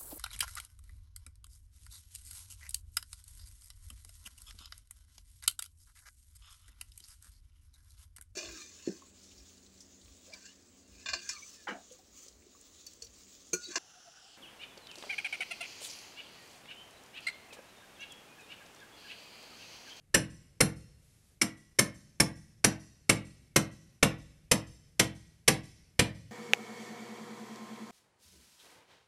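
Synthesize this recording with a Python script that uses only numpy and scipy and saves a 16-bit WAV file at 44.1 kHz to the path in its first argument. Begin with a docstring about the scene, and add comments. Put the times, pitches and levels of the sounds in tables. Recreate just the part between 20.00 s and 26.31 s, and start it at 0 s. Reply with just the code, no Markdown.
"""On a lawn right beside a wooden shed, a claw hammer drives a steel spiral anchor into the ground.
Each blow chatters on the anchor's head for a few milliseconds and makes the steel ring.
The soil and the hand's grip choke that ring, while the shaken ground makes the shed's boards boom.
The wall scatters the clank, and a faint echo comes back from across the quiet garden."""
import sys
import numpy as np
from scipy import signal
from scipy.io import wavfile
from scipy.ndimage import uniform_filter1d

SR = 44100
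rng = np.random.default_rng(int(sys.argv[2]) if len(sys.argv) > 2 else 0)


def int16_out(signal):
    """Quantize to a 16-bit WAV file."""
    q = np.round(np.clip(np.atleast_2d(signal).T, -1, 1) * 32767)
    wavfile.write(sys.argv[1], SR, q.astype(np.int16))


N = 278271

AGE = np.arange(int(1.1 * SR)) / SR  # seconds since a blow landed
BAND_EDGES_HZ = np.geomspace(25, 16000, 25)
BAND_HZ = np.sqrt(BAND_EDGES_HZ[1:] * BAND_EDGES_HZ[:-1])  # the middle of each band
HALFWAY_S = 3.0  # the middle of the job


def hammering():
    """Every blow sets off a crack, ringing steel and a thump from the shed, plus their echoes."""
    # The blows. Give is how far the soil yields; hardness is how squarely steel meets steel.
    # start_s, contact_s, strength_db, give_db, hardness_db, spot_pitch_hz
    blows = [(0.1417, 0.0072, -0.77, 1.5, -4.5, 1860), (.604, 0.0058, -1.5, 2, -2, 2160),
             (1.4138, 0.0032, -2, -6.5, -0.5, 2163), (1.7867, 0.0072, -2, -2.5, 4.5, 2160),
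             (2.1992, 0.0045, -2, 0, 5, 2257), (2.6413, 0.0043, 0, -1, 5, 2236),
             (3.0921, 0.0058, -0.7, 1.7, -2.5, 2160), (3.5592, 0.0041, 0, -0.5, -1, 2154),
             (4.0263, 0.0031, 0.96, 1.1, -3.5, 2236), (4.5127, .004, -1, -1.1, 5, 2666),
             (4.994, 0.0033, 0.23, -0.5, 1, 1983), (5.4773, 0.0046, 0.8, -0.5, 2, 3080),
             (5.991, .0036, -0.7, 2, -2, 2288)]
    size = len(AGE)
    out = np.zeros(N + 2 * size)
    noise = noise_bands(N)
    for start_s, contact_s, strength_db, give_db, hardness_db, spot_hz in blows:
        past_halfway_s = start_s - HALFWAY_S
        tone = blow_tone(past_halfway_s, strength_db, give_db, hardness_db)
        # The ring weakens as the soil takes hold, and when the soil yields.
        ring_db = -2.6 - 1.18 * past_halfway_s - 0.7 * give_db
        crack_noise, wall_noise, garden_noise = (
            noise[:, i:i + size] for i in rng.integers(0, N - size, 3))
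        steel = choked_ring(tone, contact_s, ring_db) + free_ring(tone, contact_s, ring_db, start_s)
        shank = shank_ring(tone, contact_s, ring_db)
        clank = steel + crack(crack_noise, tone, contact_s, ring_db)
        clink = head_clink(tone, contact_s, ring_db, spot_hz, past_halfway_s)
        echoes = wall_scatter(wall_noise, clank, clink) + garden_echo(garden_noise, clank)
        shed = shed_boom(tone) + wall_wave(tone)
        at = round(start_s * SR)
        out[at:at + size] += clank + clink + shank + shed + echoes[:size]
    return out[:N]


def blow_tone(past_halfway_s, strength_db, give_db, hardness_db):
    """Force, soil, aim and depth colour each blow. Returns rows of pitch_hz, level_db."""
    # An ordinary blow halfway through the job: pitch_hz, level_db
    ordinary_blow = [(50, 0.5), (170, -5.5), (450, -2), (700, -0.53), (2300, -1), (5600, -0.32),
                     (10000, -0.5)]
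    # Yielding soil adds bass: pitch_hz, share_of_give
    soft_soil = [(50, 1.3), (150, 1.5), (280, .1), (400, 0.95), (800, 0.27), (2300, 0.12), (5600, 0)]
    # A square hit adds clink: pitch_hz, share_of_hardness
    square_hit = [(1400, 0.14), (3200, -0.52), (5600, 1), (7600, -0.067), (9500, 0.63)]
    # A deeper anchor gathers its sound in the middle pitches: pitch_hz, change_db_per_s
    deepening = [(50, 0.5), (130, -0.02), (280, -0.37), (450, 0.42), (700, 0.67), (1300, -0.27),
                 (2800, 1.28), (5600, 0.48), (10000, -0.25)]
    colour, give, hardness, depth = (
        at_pitch(table, BAND_HZ)[0] for table in (ordinary_blow, soft_soil, square_hit, deepening))
    level_db = strength_db + colour + give * give_db + hardness * hardness_db + depth * past_halfway_s
    return list(zip(BAND_HZ, level_db))


def crack(noise, tone, contact_s, ring_db):
    """Steel chatters on steel and the spiral grinds into the soil: a short, dense burst."""
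    # The noise of the contact: pitch_hz, level_db, fade_s
    contact_noise = [(35, -7, 0.021), (67.4, -9, 0.074), (136, -2, 0.18), (278.4, -3, 0.065),
                     (524, -2, 0.035), (685.2, -14, 0.14), (1283, -13.5, 0.081), (2090, -9, 0.079),
                     (3750, -15.5, 0.059), (5400, -12, 0.037), (6019, -15, 0.045), (12100, -19, 0.068)]
    level_db, fades_s = at_pitch(contact_noise, BAND_HZ)
    gains = from_db(level_db + at_pitch(tone, BAND_HZ)[0] - 0.088 * ring_db)
    return noise_burst(noise, gains, fades_s, rise_s=0.0042, hold_s=contact_s)


def choked_ring(tone, contact_s, ring_db):
    """The anchor's notes die almost at once, choked by soil and grip."""
    # The anchor's choked vibrations: pitch_hz, level_db, fade_s
    notes = [(1139, -34, .03), (1606, -31, .035), (1783, -28, .035), (2140, -28, .025), (2600, -31, .035),
             (2784, -30, .035), (3098, -29, .035), (4235, -29, .03), (5250, -28, .025), (5414, -26, .025),
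             (5722, -29, .025), (5881, -26, .03), (6020, -27, .025), (6220, -29, .025), (7500, -26, .025),
             (7610, -23, .03), (8520, -28, .02), (8890, -31, .02), (9170, -28, .02), (9350, -24, .025),
             (9490, -21, .03), (10900, -26, .025), (11650, -32, .02)]
    ring = struck_notes(notes, tone, rise_s=0.0065, hold_s=contact_s + 0.0037,
                        detune=0.0024, uneven_db=3.5)
    return from_db(-1.88 + 0.15 * ring_db) * ring


def head_clink(tone, contact_s, ring_db, spot_hz, past_halfway_s):
    """The struck spot wakes two clusters of notes in the flat head; they die just after contact."""
    upper_hz = 5690 + 120 * past_halfway_s  # rises as less steel stands above the ground
    notes = [(hz * spread, ring_db + db, 0.02)
             for hz, db in ((spot_hz, -22), (upper_hz, -28)) for spread in (0.95, 1, 1.05)]
    return struck_notes(notes, tone, rise_s=0.0042, hold_s=contact_s + 0.0033,
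                        detune=0.0055, uneven_db=3.5)


def free_ring(tone, contact_s, ring_db, start_s):
    """The anchor sings on while it stands loose; the hand's new grip makes this quieter."""
    # The loose anchor's vibrations: pitch_hz, level_db, fade_s
    notes = [(1635, -44, .25), (4143, -35, .2), (5377, -28, .2), (5870, -32, .17), (6250, -37, .17),
             (7560, -26, .15), (9455, -25, .16), (10790, -29, .16), (11564, -34, .15)]
    new_grip_s = 0.93
    grip_db = -11 if start_s > new_grip_s else 0
    ring = struck_notes(notes, tone, rise_s=0.003, hold_s=contact_s, detune=0.001, uneven_db=1.5)
    return from_db(-1.5 + ring_db + grip_db) * ring


def shank_ring(tone, contact_s, ring_db):
    """The shank, the anchor's long rod, keeps ringing faintly after the blow."""
    # The rod's long-lasting vibrations: pitch_hz, level_db, fade_s
    notes = [(1076, -66, .9), (1780, -61, .5), (1885, -55, .55), (1918, -52.5, .6), (1942, -50, .65),
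             (1968, -54, .55), (2020, -59, .45)]
    ring = struck_notes(notes, tone, rise_s=0.01, hold_s=contact_s, detune=0.0041, uneven_db=3.0)
    return from_db(-1.5 + ring_db) * ring


def shed_boom(tone):
    """Neighbouring notes of the shed start in opposite directions, so its boom builds up late."""
    # The boards, shaken through the ground: pitch_hz, level_db, fade_s
    boards = [(65, -45, 0.87), (109.7, -30.5, .55), (130.7, -32, 0.43), (151.4, -27.5, .45),
              (198, -27, 0.41), (211.8, -31, 0.39), (247, -32.5, 0.37), (278, -31.5, 0.38),
              (320, -26.5, .36), (387, -36, 0.14), (426.4, -31.5, 0.22), (475.3, -35.5, 0.29),
              (517, -33.5, 0.25), (622, -44, 0.37), (682, -39.5, 0.29)]
    out = 0
    for k, (hz, db, fade_s) in enumerate(boards):
        gain = from_db(db + at_pitch(tone, hz)[0] + rng.standard_normal())
        wave = (-1) ** k * np.sin(2 * np.pi * hz * AGE)
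        out += gain * wave * swell(rise_s=0.013, hold_s=0.0013, fade_s=fade_s)
    return out


def wall_wave(tone):
    """A bend runs along the shed wall. Its low notes arrive last, so the thump sags in pitch."""
    delay_s, length_s, start_hz, end_hz = 0.014, 0.052, 337.5, 125
    progress = np.clip((AGE - delay_s) / length_s, 0, 1)
    hz = start_hz * (end_hz / start_hz) ** progress
    wave = np.sin(2 * np.pi * (np.cumsum(hz) / SR + rng.random()))
    return from_db(-24 + at_pitch(tone, hz)[0]) * np.sin(np.pi * progress) * wave


def wall_scatter(noise, clank, clink):
    """The wall throws the sound straight back; the clink reaches it more weakly than the clank."""
    # Bounces off the wall and nearby things: pitch_hz, level_db, fade_s
    bounces = [(60, -12, .7), (150, -10, .4), (320, -8, .3), (600, -4, .3), (1000, -4, .3), (2000, -8, .31),
               (3200, -7, .28), (5500, -7.5, .2), (10000, -7, .17)]
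    return echo(clank + from_db(-4.5) * clink, noise, bounces, delay_s=0.0055, rise_s=0.002, db=-3.5)


def garden_echo(noise, clank):
    """The clank crosses the garden and comes back late and faint."""
    # Bounces from the far side: pitch_hz, level_db, fade_s
    bounces = [(59.5, -14.5, 1.1), (146, -16, 1), (400, -32.5, 1.1), (1010, -40.5, 0.72),
               (2000, -35.5, 1.3), (3400, -33.5, 0.99), (5400, -28.5, 1.3), (7600, -33, .7),
               (9500, -33, .65), (12200, -38.5, .5)]
    return echo(clank, noise, bounces, delay_s=0.148, rise_s=0.004, db=-2.6)


def hiss_swell():
    """A faint, high hiss fades in, holds and fades out between the second and third blows."""
    start_s, end_s, ramp_s = 0.93, 1.44, 0.12
    hiss = signal.sosfilt(signal.butter(1, 4000, "high", fs=SR, output="sos"), rng.standard_normal(N))
    t = np.arange(N) / SR
    from_nearest_end_s = np.minimum(t - start_s, end_s - t)
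    return hiss * from_db(-68) * np.clip(from_nearest_end_s / ramp_s, 0, 1)


def air():
    """A low, distant rumble lies under a faint, even hiss."""
    # Outdoor air: pitch_hz, level_db
    background = [(30, -44.5), (70, -44.5), (140, -43), (250, -59.5), (500, -64), (1000, -73), (2000, -69),
                  (4000, -75.5), (8000, -73), (12000, -72.5)]
    return from_db(at_pitch(background, BAND_HZ)[0]) @ noise_bands(N)


def struck_notes(notes, tone, rise_s, hold_s, detune, uneven_db):
    """Fading pure tones. Each blow lands differently and shifts their pitch and level a little."""
    out = 0
    for (hz, db, fade_s), (shift, strength, phase) in zip(notes, rng.standard_normal((len(notes), 3))):
        wave = np.sin(2 * np.pi * (hz * (1 + detune * shift) * AGE + phase))
        gain = from_db(db + at_pitch(tone, hz)[0] + uneven_db * strength)
        out += gain * wave * swell(rise_s, hold_s, fade_s)
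    return out


def echo(sound, noise, bounces, delay_s, rise_s, db):
    """After a delay, many tightly packed bounces smear a sound into a fading tail."""
    level_db, fades_s = at_pitch(bounces, BAND_HZ)
    length_balance = np.sqrt(2 * np.log(1000) / (fades_s * SR))  # a longer tail adds no energy
    tail = noise_burst(noise, from_db(db + level_db) * length_balance, fades_s, rise_s, hold_s=0)
    delayed_tail = np.interp(AGE - delay_s, AGE, tail, left=0)
    return signal.fftconvolve(sound, delayed_tail)


def noise_burst(noise, gains, fades_s, rise_s, hold_s):
    """Bands of noise start together, and each fades at its own speed."""
    return sum(gain * band * swell(rise_s, hold_s, fade_s)
               for gain, band, fade_s in zip(gains, noise, fades_s))


def noise_bands(size):
    """Narrow bands of unrelated noise, one row each, from low to high."""
    filters = (signal.butter(2, edges, "band", fs=SR, output="sos")
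               for edges in zip(BAND_EDGES_HZ, BAND_EDGES_HZ[1:]))
    return np.array([signal.sosfilt(f, rng.standard_normal(size + SR // 4))[-size:] for f in filters])


def swell(rise_s, hold_s, fade_s):
    """A loudness curve that rises and, once hold_s has passed, drops 60 dB every fade_s."""
    return np.minimum(AGE / rise_s, 1) * np.exp(-np.log(1000) * np.maximum(AGE - hold_s, 0) / fade_s)


def at_pitch(table, hz):
    """Look up a table's other columns at a pitch, blending between its rows."""
    known_hz, *columns = np.transpose(table)
    return [np.interp(np.log(hz), np.log(known_hz), column) for column in columns]


def from_db(db):
    """Turn decibels into a number to multiply by."""
    return 10 ** (np.asarray(db) / 20)


def suppress_hiss(sound):
    """Turn the treble down a little whenever it is very quiet."""
    threshold_db, deepest_cut_db = -71, -5
    bass = signal.sosfiltfilt(signal.butter(2, 450, fs=SR, output="sos"), sound)
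    treble = sound - bass
    power = np.abs(uniform_filter1d(treble ** 2, size=SR // 60))
    level_db = 10 * np.log10(power + 1e-14)
    return bass + treble * from_db(np.clip(level_db - threshold_db, deepest_cut_db, 0))


def scene():
    """The hammering in the open air, on one channel."""
    return (hammering() + hiss_swell() + air())[None]


def record(dry):
    """The microphone loses the highest pitches; faint hiss is turned down and peaks are rounded."""
    microphone_top_hz, final_cutoff_hz, peak_limit = 12100, 16800, 0.72
    heard = signal.sosfilt(signal.ellip(10, 0.3, 70, microphone_top_hz, fs=SR, output="sos"), dry)
    rounded = peak_limit * np.tanh(suppress_hiss(heard) / peak_limit)
    return signal.sosfilt(signal.cheby2(12, 70, final_cutoff_hz, fs=SR, output="sos"), rounded)


dry = scene()
out = record(dry)
int16_out(out)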